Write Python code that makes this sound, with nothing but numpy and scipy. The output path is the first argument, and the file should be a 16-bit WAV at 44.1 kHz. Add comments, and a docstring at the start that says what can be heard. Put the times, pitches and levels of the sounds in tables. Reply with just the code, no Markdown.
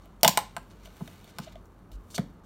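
"""Prying a plastic lid off a tub

A plastic lid is pried off a food tub on a wooden table in a quiet room, close to a mono microphone.
The rim lets go in sharp snaps: noise bursts that ring the lid's modes and thump those of the table.
Lid and tub knock, fingers and lid rub and tick (random grains, small cracks with a hollow tok).
Table top and wall throw echoes, over the room's rumble and a wavering hum made of filtered noise."""
import sys
import numpy as np
from scipy import signal
from scipy.fft import rfft, irfft, next_fast_len
from scipy.io import wavfile
from scipy.ndimage import uniform_filter1d

SR = 44100
rng = np.random.default_rng(int(sys.argv[2]) if len(sys.argv) > 2 else 0)


def magnitude_from_level(level_db):
    """Linear magnitude for a level in decibels (20 dB per decade)."""
    exponent = np.asarray(level_db, float) / 20
    return 10 ** exponent


def digitize_waveform(pressure):
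    """Quantize a signal to 16-bit integers and store it at the path in sys.argv[1].

    Rows of a 2-D input are taken as channels; values are limited to [-1, 1].
    """
    field = np.atleast_2d(pressure).T
    bounded = np.clip(field, -1, 1)
    quanta = np.round(bounded * 32767).astype(np.int16)
    wavfile.write(sys.argv[1], SR, quanta)


N = 108045  # length in samples

# Steady noise of the room. Each row: frequency in Hz, relative strength in dB per Hz.
AIR_SPECTRUM = [(15, -31.5), (30, -14), (70, -14), (97, -13), (127, -14), (175, -7), (249, -10),
                (384, -12.5), (641, -19.5), (1200, -19), (2000, -34.5), (3000, -43.5), (6000, -50),
                (10500, -53), (13000, -51), (16000, -73.5)]
AIR_DB = -56.5
# Fuzzy hum bands. Each row: centre in Hz, width in Hz (between the -6 dB points), level in dB.
HUM_BANDS = [(47.2, 6, -55), (92.5, 34, -58.5), (180, 70, -63.5)]
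# Wavering of the lowest hum band. Each row: time in seconds, level in dB (only its distance from the mean counts).
HUM_WAVER = [(0.0, -56), (1.07, -56), (1.45, -63), (1.49, -55.5), (1.87, -69), (1.96, -45), (2.04, -62.5),
             (2.18, -52.5), (2.45, -57)]
# Fingers sliding on the lid. Each row: time in seconds, relative level in dB,
# treble lean in dB (added above 6 kHz, taken off below).
FINGER_SLIDE = [(0.0, -68.5, -3), (0.27, -70, 0.5), (0.39, -59, -9), (0.44, -62, -9.7), (0.54, -64, -1.5),
                (0.65, -66, 0), (0.82, -64, -2.5), (1.07, -54, 0.5), (1.34, -65.5, -4.2), (1.42, -58, -3.3),
                (1.55, -69, -4.2), (1.63, -69, 0.6), (1.96, -73, -0.8), (2.09, -63.5, 1.4),
                (2.45, -74, -2.3)]
GRAINS_PER_S, GRAIN_SPREAD_DB = 6000, 2.5
# Short scrapes. Each row: start in seconds, length in seconds, level in dB, centre in Hz,
# octaves from the centre to the -6 dB point, starting share of full strength (0 to 1).
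SCRAPE_STROKES = [(0.019, 0.038, -69, 3930, 1.6, 0.7), (0.2095, .003, -51, 5500, 1.1, 0.5),
                  (.7, .03, -62.5, 4224, 1.2, .7), (0.831, 0.049, -58, 3540, 2.15, 0.55),
                  (1.265, 0.053, -60, 3360, 1.8, 0.56), (1.417, 0.038, -53.5, 4167, 0.94, 0.43),
                  (1.463, 0.027, -58, 2310, 0.92, 0.6), (1.518, 0.018, -60, 3020, 1.32, 0.6),
                  (1.915, 0.053, -64, 4970, 1.5, 0.97), (2.1025, 0.045, -54.5, 6510, .9, 0.91),
                  (2.1451, 0.022, -34, 5630, 0.77, 0.27), (2.175, 0.016, -64.5, 5000, 0.72, 0.76),
                  (2.436, 0.038, -65, 4480, 1.264, 0.43)]
STOP_SHARE = .2  # share of a scrape's length spent fading out
# Small ticks. Each row: start in seconds, crack level in dB, lid tok level in dB,
# crack tilt in dB per octave, favoured rim frequency in Hz.
SMALL_TICKS = [(0.0568, -43.5, -57, 8, 2570), (0.7071, -47.5, -64, -12, 4170), (0.8321, -54, -69, 6, 3100),
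               (0.857, -37, -55.5, -2.2, 3230), (0.8734, -46, -50, -13, 3700), (0.9612, -48, -70, 2, 2530),
               (1.077, -32.5, -50, -4.5, 3960), (1.2431, -39.5, -64, 5, 3530),
               (1.2772, -45.5, -57, -5, 3240), (1.4674, -58.5, -51, -5, 3980),
               (1.4735, -54.5, -44, 0.8, 3590), (1.5226, -47.5, -66, 13, 4180),
               (1.5557, -44, -43, -7.5, 3100), (1.6559, -46.5, -82, 10, 5920),
               (1.6674, -59.5, -75.5, 2, 5980), (1.9172, -39.5, -59.5, 1.8, 4240),
               (2.1035, -42.5, -74, -1.5, 7260), (2.1429, -38.5, -52.5, -9, 3270)]
TICK_DECAY_S = 0.0081
TOK_HZ, TOK_SPREAD_OCT, TOK_RISE_S = 640, .05, .004
# Knocks of lid and tub. Each row: start in seconds, crack level in dB, lid ring level in dB,
# table thump level in dB, favoured lid frequency in Hz, crack tilt in dB per octave,
# burst decay setting in seconds, favoured rim frequency in Hz.
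LID_KNOCKS = [(.5657, -20, -28, -45.5, 1036, -5, 0.0068, 9300),
              (1.0075, -63, -37, -28, 600, 5, 0.014, 2900),
              (1.3853, -22.5, -30, -31.5, 1100, -1, 0.0063, 5900),
              (2.1798, -20, -27, -19.5, 800, -5, 0.011, 2350)]
# The rim snapping free. Each row: start in seconds, crack level in dB, lid ring level in dB,
# table thump level in dB, favoured lid frequency in Hz, crack tilt in dB per octave,
# burst decay setting in seconds, favoured rim frequency in Hz.
RIM_SNAPS = [(0.2317, 4, -11, -35, 630, 3, 0.0098, 5200), (0.247, -1.5, -12, -25, 755, -2.5, 0.014, 3700),
             (0.278, 4, -15.5, -26, 880, 1.5, 0.0063, 6500),
             (0.3741, -2.5, -13, -49, 980, -2.5, 0.0052, 10000)]
KNOCK_SPREAD_OCT, SNAP_SPREAD_OCT = 0.91, 0.36  # how wide a part of the lid rings
CRACK_RISE_S, SPIKE_DB, RIM_DB = .0003, 2.5, -8
THUMP_S, THUMP_LAG_S = .002, .0025
# Ways the lid rings. 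Each row: frequency in Hz, strength in dB, time to fall 60 dB in seconds.
LID_MODES = [(420, -11, .02), (500, -8, .02), (590, -3, .022), (640, -3, .025), (700, -1, .026),
             (780, -4, .02), (865, -2, .028), (940, -4, .02), (1020, -1, .03), (1100, -4, .02),
             (1200, -5, .018), (1330, -5, .018), (1500, -3, .018), (1650, -3, .016)]
# Ways the stiff rim rings. Each row: frequency in Hz, strength in dB, time to fall 60 dB in seconds.
RIM_MODES = [(2150, -3, .004), (2900, -4, .004), (3600, -2, .006), (4400, -4, .003), (5600, -1, .004),
             (7000, -3, .003), (9300, -1, .002), (12000, -3, .002), (14500, -2, .002)]
# Ways the table rings. Each row: frequency in Hz, strength in dB, time to fall 60 dB in seconds.
TABLE_MODES = [(98, -8, .09), (140, -5, .08), (180, -1, .1), (215, -4, .06), (258, -4, .07), (300, -7, .04),
               (350, -8, .035), (430, -8, .03), (520, -6, .025), (620, -6, .02)]
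# Echoes off table top and wall. Each row: delay in seconds, level in dB.
NEAR_ECHOES = [(.0013, -7.5), (.0036, -9), (.0058, -12.5), (.0140, -17), (0.0158, -18.5)]
ECHO_BLUR = .25  # decay setting of the scatter, per second of delay
# Fading of the room's tail. Each row: frequency in Hz, time to fall 60 dB in seconds.
ROOM_DECAY = [(150, 0.41), (500, 0.26), (1500, 0.26), (4000, 0.29), (10000, 0.2)]
ROOM_DB = -11.5
# Colour the microphone gives the lid's sounds. Each row: frequency in Hz, gain in dB.
MIC_RESPONSE = [(20, -35.5), (60, -13.5), (120, -2), (200, 2.54), (4400, 0.66), (5000, -4.5), (5600, -0.96),
                (9500, -3.25), (10600, -7.5), (11800, -1.1), (15600, -6), (16200, -8.5)]
CEILING, EDGE_HZ = .8, 16400  # clipping level, upper band limit


def evened(x):
    """Scales to rms 1."""
    return x / np.sqrt(np.mean(x ** 2) + 1e-20)


def peaked(x):
    """Scales to peak 1."""
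    return x / (np.abs(x).max() + 1e-20)


def read(points, hz):
    """Reads a table on a log-frequency axis."""
    f, value = np.transpose(points)
    return np.interp(np.log(hz + 1), np.log(f + 1), value)


def add(mix, start_s, sound):
    """Adds a sound at a time, cutting what runs past the end."""
    part = mix[round(start_s * SR):][:len(sound)]
    part += sound[:len(part)]


def shaped(x, db_of):
    """Filters by a gain in dB given as a function of frequency."""
    size = next_fast_len(len(x) + 2048)
    gain = magnitude_from_level(db_of(np.fft.rfftfreq(size, 1 / SR)))
    return irfft(rfft(x, size) * gain, size)[:len(x)]


def causal(db_of):
    """Minimum-phase filter taps of a gain curve in dB: nothing sounds ahead of its cause."""
    log_gain = np.log(magnitude_from_level(db_of(np.abs(np.fft.fftfreq(8192, 1 / SR)))))
    spectrum = np.exp(np.conj(signal.hilbert(log_gain)))
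    return np.fft.ifft(spectrum).real[:4096]


def tilted(x, db_per_oct, low_hz):
    """Cuts the bass and tips the treble about 6 kHz."""
    x = signal.lfilter(*signal.butter(2, low_hz, "high", fs=SR), x)
    taps = causal(lambda hz: db_per_oct * np.log2(np.clip(hz, 2000, 16000) / 6000))
    return signal.fftconvolve(x, taps)[:len(x)]


def puff(decay_s, size, rise_s=1e-4, spike=0):
    """A dying burst of noise with a nearly even spectrum and energy 1."""
    t = np.arange(size) / SR
    x = rng.standard_normal(size) * np.minimum(t / rise_s, 1) * magnitude_from_level(-60 * t / decay_s)
    x[round(rise_s * SR)] += spike
    z = rfft(x)
    smooth_power = uniform_filter1d(abs(z) ** 2, size // 100 + 1)
    # evening out the spectrum smears the burst, so it is faded once more
    x = irfft(z / np.sqrt(smooth_power), size) * magnitude_from_level(-20 * t / decay_s)
    return x / np.linalg.norm(x)


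def ring(modes, centre_hz, octaves):
    """Dying modes of chance strength, neighbours in opposite sense, favoured near where the thing bends."""
    t, out = np.arange(0, .2, 1 / SR), 0
    chance = rng.uniform(-1, 1, (len(modes), 2))
    for (hz, db, t60), (luck, detune) in zip(modes, chance):
        near_db = -6 * (np.log2(hz / centre_hz) / octaves) ** 2
        fade = magnitude_from_level(db + near_db + 2 * luck - 60 * t / t60)
        out = fade * np.sin(2 * np.pi * hz * (1 + 0.032 * detune) * t) - out
    return out


def grit(size):
    """Dense tiny slips of uneven size, as when one surface drags over another."""
    slips = rng.standard_normal(size) * (rng.random(size) < GRAINS_PER_S / SR)
    return slips * magnitude_from_level(GRAIN_SPREAD_DB * np.minimum(rng.exponential(1, size), 4))


def crack(decay_s, db_per_oct, rim_hz):
    """A spike in a burst of noise, heard plain and through the stiff rim."""
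    burst = puff(decay_s, size=2600, rise_s=CRACK_RISE_S, spike=magnitude_from_level(SPIKE_DB))
    rim = signal.fftconvolve(burst, ring(RIM_MODES, rim_hz, .4))[:len(burst)]
    plain = tilted(burst, db_per_oct, low_hz=1100)
    return peaked(magnitude_from_level(RIM_DB) * peaked(rim) + peaked(plain))


def air():
    """Steady rumble and hiss of the room, with fuzzy hum bands, the lowest one wavering."""
    noise = shaped(rng.standard_normal(N), lambda hz: read(AIR_SPECTRUM, hz))
    out = magnitude_from_level(AIR_DB) * evened(noise)
    t, db = np.transpose(HUM_WAVER)
    waver = magnitude_from_level(np.interp(np.arange(N) / SR, t, db - db.mean()))
    for k, (f, width, level_db) in enumerate(HUM_BANDS):
        band = shaped(rng.standard_normal(N), lambda hz: -20 * np.log10(1 + (2 * (hz - f) / width) ** 2))
        out += magnitude_from_level(level_db) * evened(band) * (waver if k == 0 else 1)
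    return out


def room(x):
    """Near echoes, each a little scattered, and a tail of sparse taps dying band by band."""
    near = np.zeros(2000)
    near[0] = 1  # the direct sound
    for delay_s, db in NEAR_ECHOES:
        add(near, delay_s, magnitude_from_level(db) * puff(ECHO_BLUR * delay_s, size=800))
    taps = np.zeros(SR)
    slots = np.arange(200, SR - 12, 12)
    at = slots + rng.integers(0, 12, len(slots))  # one tap at a chance place in each slot
    taps[at] = rng.choice([-1., 1.], len(at))
    hz, t, z = signal.stft(taps, SR, nperseg=256)
    fade = magnitude_from_level(-60 * t / read(ROOM_DECAY, hz)[:, None])
    tail = signal.istft(z * fade, SR, nperseg=256)[1]
    tail = tail / np.linalg.norm(tail)
    return signal.fftconvolve(x, near)[:N] + magnitude_from_level(ROOM_DB) * signal.fftconvolve(x, tail)[:N]


def slide():
    """A faint rustle of skin on plastic, darker or brighter as the grip changes."""
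    t, db, lean_db = np.transpose(FINGER_SLIDE)
    now = np.arange(N) / SR
    rustle = tilted(grit(size=N), -2.8, low_hz=895)
    high = signal.lfilter(*signal.butter(2, 6000, "high", fs=SR), rustle)
    lean = magnitude_from_level(np.interp(now, t, lean_db))
    colour = evened(rustle - high) / lean + evened(high) * lean
    return magnitude_from_level(np.interp(now, t, db)) * colour * 0.59


def scrapes():
    """Short strokes of grit around one colour: quick start, swell, abrupt end."""
    out = np.zeros(N)
    for s, length, db, centre_hz, octaves, first in SCRAPE_STROKES:
        x = shaped(grit(size=4410),
                   lambda hz: np.maximum(-6 * (np.log2((hz + 1) / centre_hz) / octaves) ** 2, -24))
        u = np.arange(len(x)) / SR / length  # progress, 1 at the end of the stroke
        stroke = np.clip(np.minimum(first + u, (1 - u) / STOP_SHARE), 0, 1)
        add(out, s, magnitude_from_level(db) * evened(x) * stroke)
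    return out


def ticks():
    """Small releases: a little crack and a soft hollow tok of the lid's modes."""
    out = np.zeros(N)
    for s, crack_db, lid_db, tilt, rim_hz in SMALL_TICKS:
        tok = ring(LID_MODES, TOK_HZ, TOK_SPREAD_OCT)
        rise = np.minimum(np.arange(len(tok)) / SR / TOK_RISE_S, 1)
        add(out, s, magnitude_from_level(crack_db) * crack(TICK_DECAY_S, tilt, rim_hz))
        add(out, s, magnitude_from_level(lid_db) * peaked(tok * rise))
    return out


def blows(rows, octaves):
    """Each blow cracks, rings the lid and gives a softer, slower thump into the table."""
    out = np.zeros(N)
    push = np.hanning(max(round(THUMP_S * SR), 3))
    for s, crack_db, lid_db, thump_db, lid_hz, tilt, decay_s, rim_hz in rows:
        lid = signal.fftconvolve(ring(LID_MODES, lid_hz, octaves), puff(decay_s, size=2600))
        thump = np.convolve(ring(TABLE_MODES, 300, 3.1), push)
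        add(out, s, magnitude_from_level(crack_db) * crack(decay_s, tilt, rim_hz))
        add(out, s + 0.00029, magnitude_from_level(lid_db) * peaked(lid))
        add(out, s + THUMP_LAG_S, magnitude_from_level(thump_db) * peaked(thump))
    return out


def knocks():
    """Lid and tub knock, ringing a wider part of the lid."""
    return blows(LID_KNOCKS, KNOCK_SPREAD_OCT)


def snaps():
    """The rim lets go in sharp snaps, ringing a narrower part of the lid."""
    return blows(RIM_SNAPS, SNAP_SPREAD_OCT)


def scene():
    """Everything reaches one microphone, copied to two equal channels."""
    lid = room(snaps() + knocks() + ticks() + scrapes() + slide())
    heard = signal.fftconvolve(lid, causal(lambda hz: read(MIC_RESPONSE, hz)))[:N]
    return np.tile(heard + air(), (2, 1))


def roll_off(x):
    """The treble ends steeply here."""
    return signal.sosfilt(signal.butter(12, 16810, fs=SR, output="sos"), x)


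def record(dry):
    """Clips the loudest peaks, then cuts off the highest treble."""
    clipped = np.clip(dry, -CEILING, CEILING)
    lowpass = signal.firwin(255, EDGE_HZ, window=("kaiser", 9), fs=SR)
    mix = signal.oaconvolve(clipped, lowpass[None], "same")
    return roll_off(mix)


dry = scene()
out = record(dry)
digitize_waveform(out)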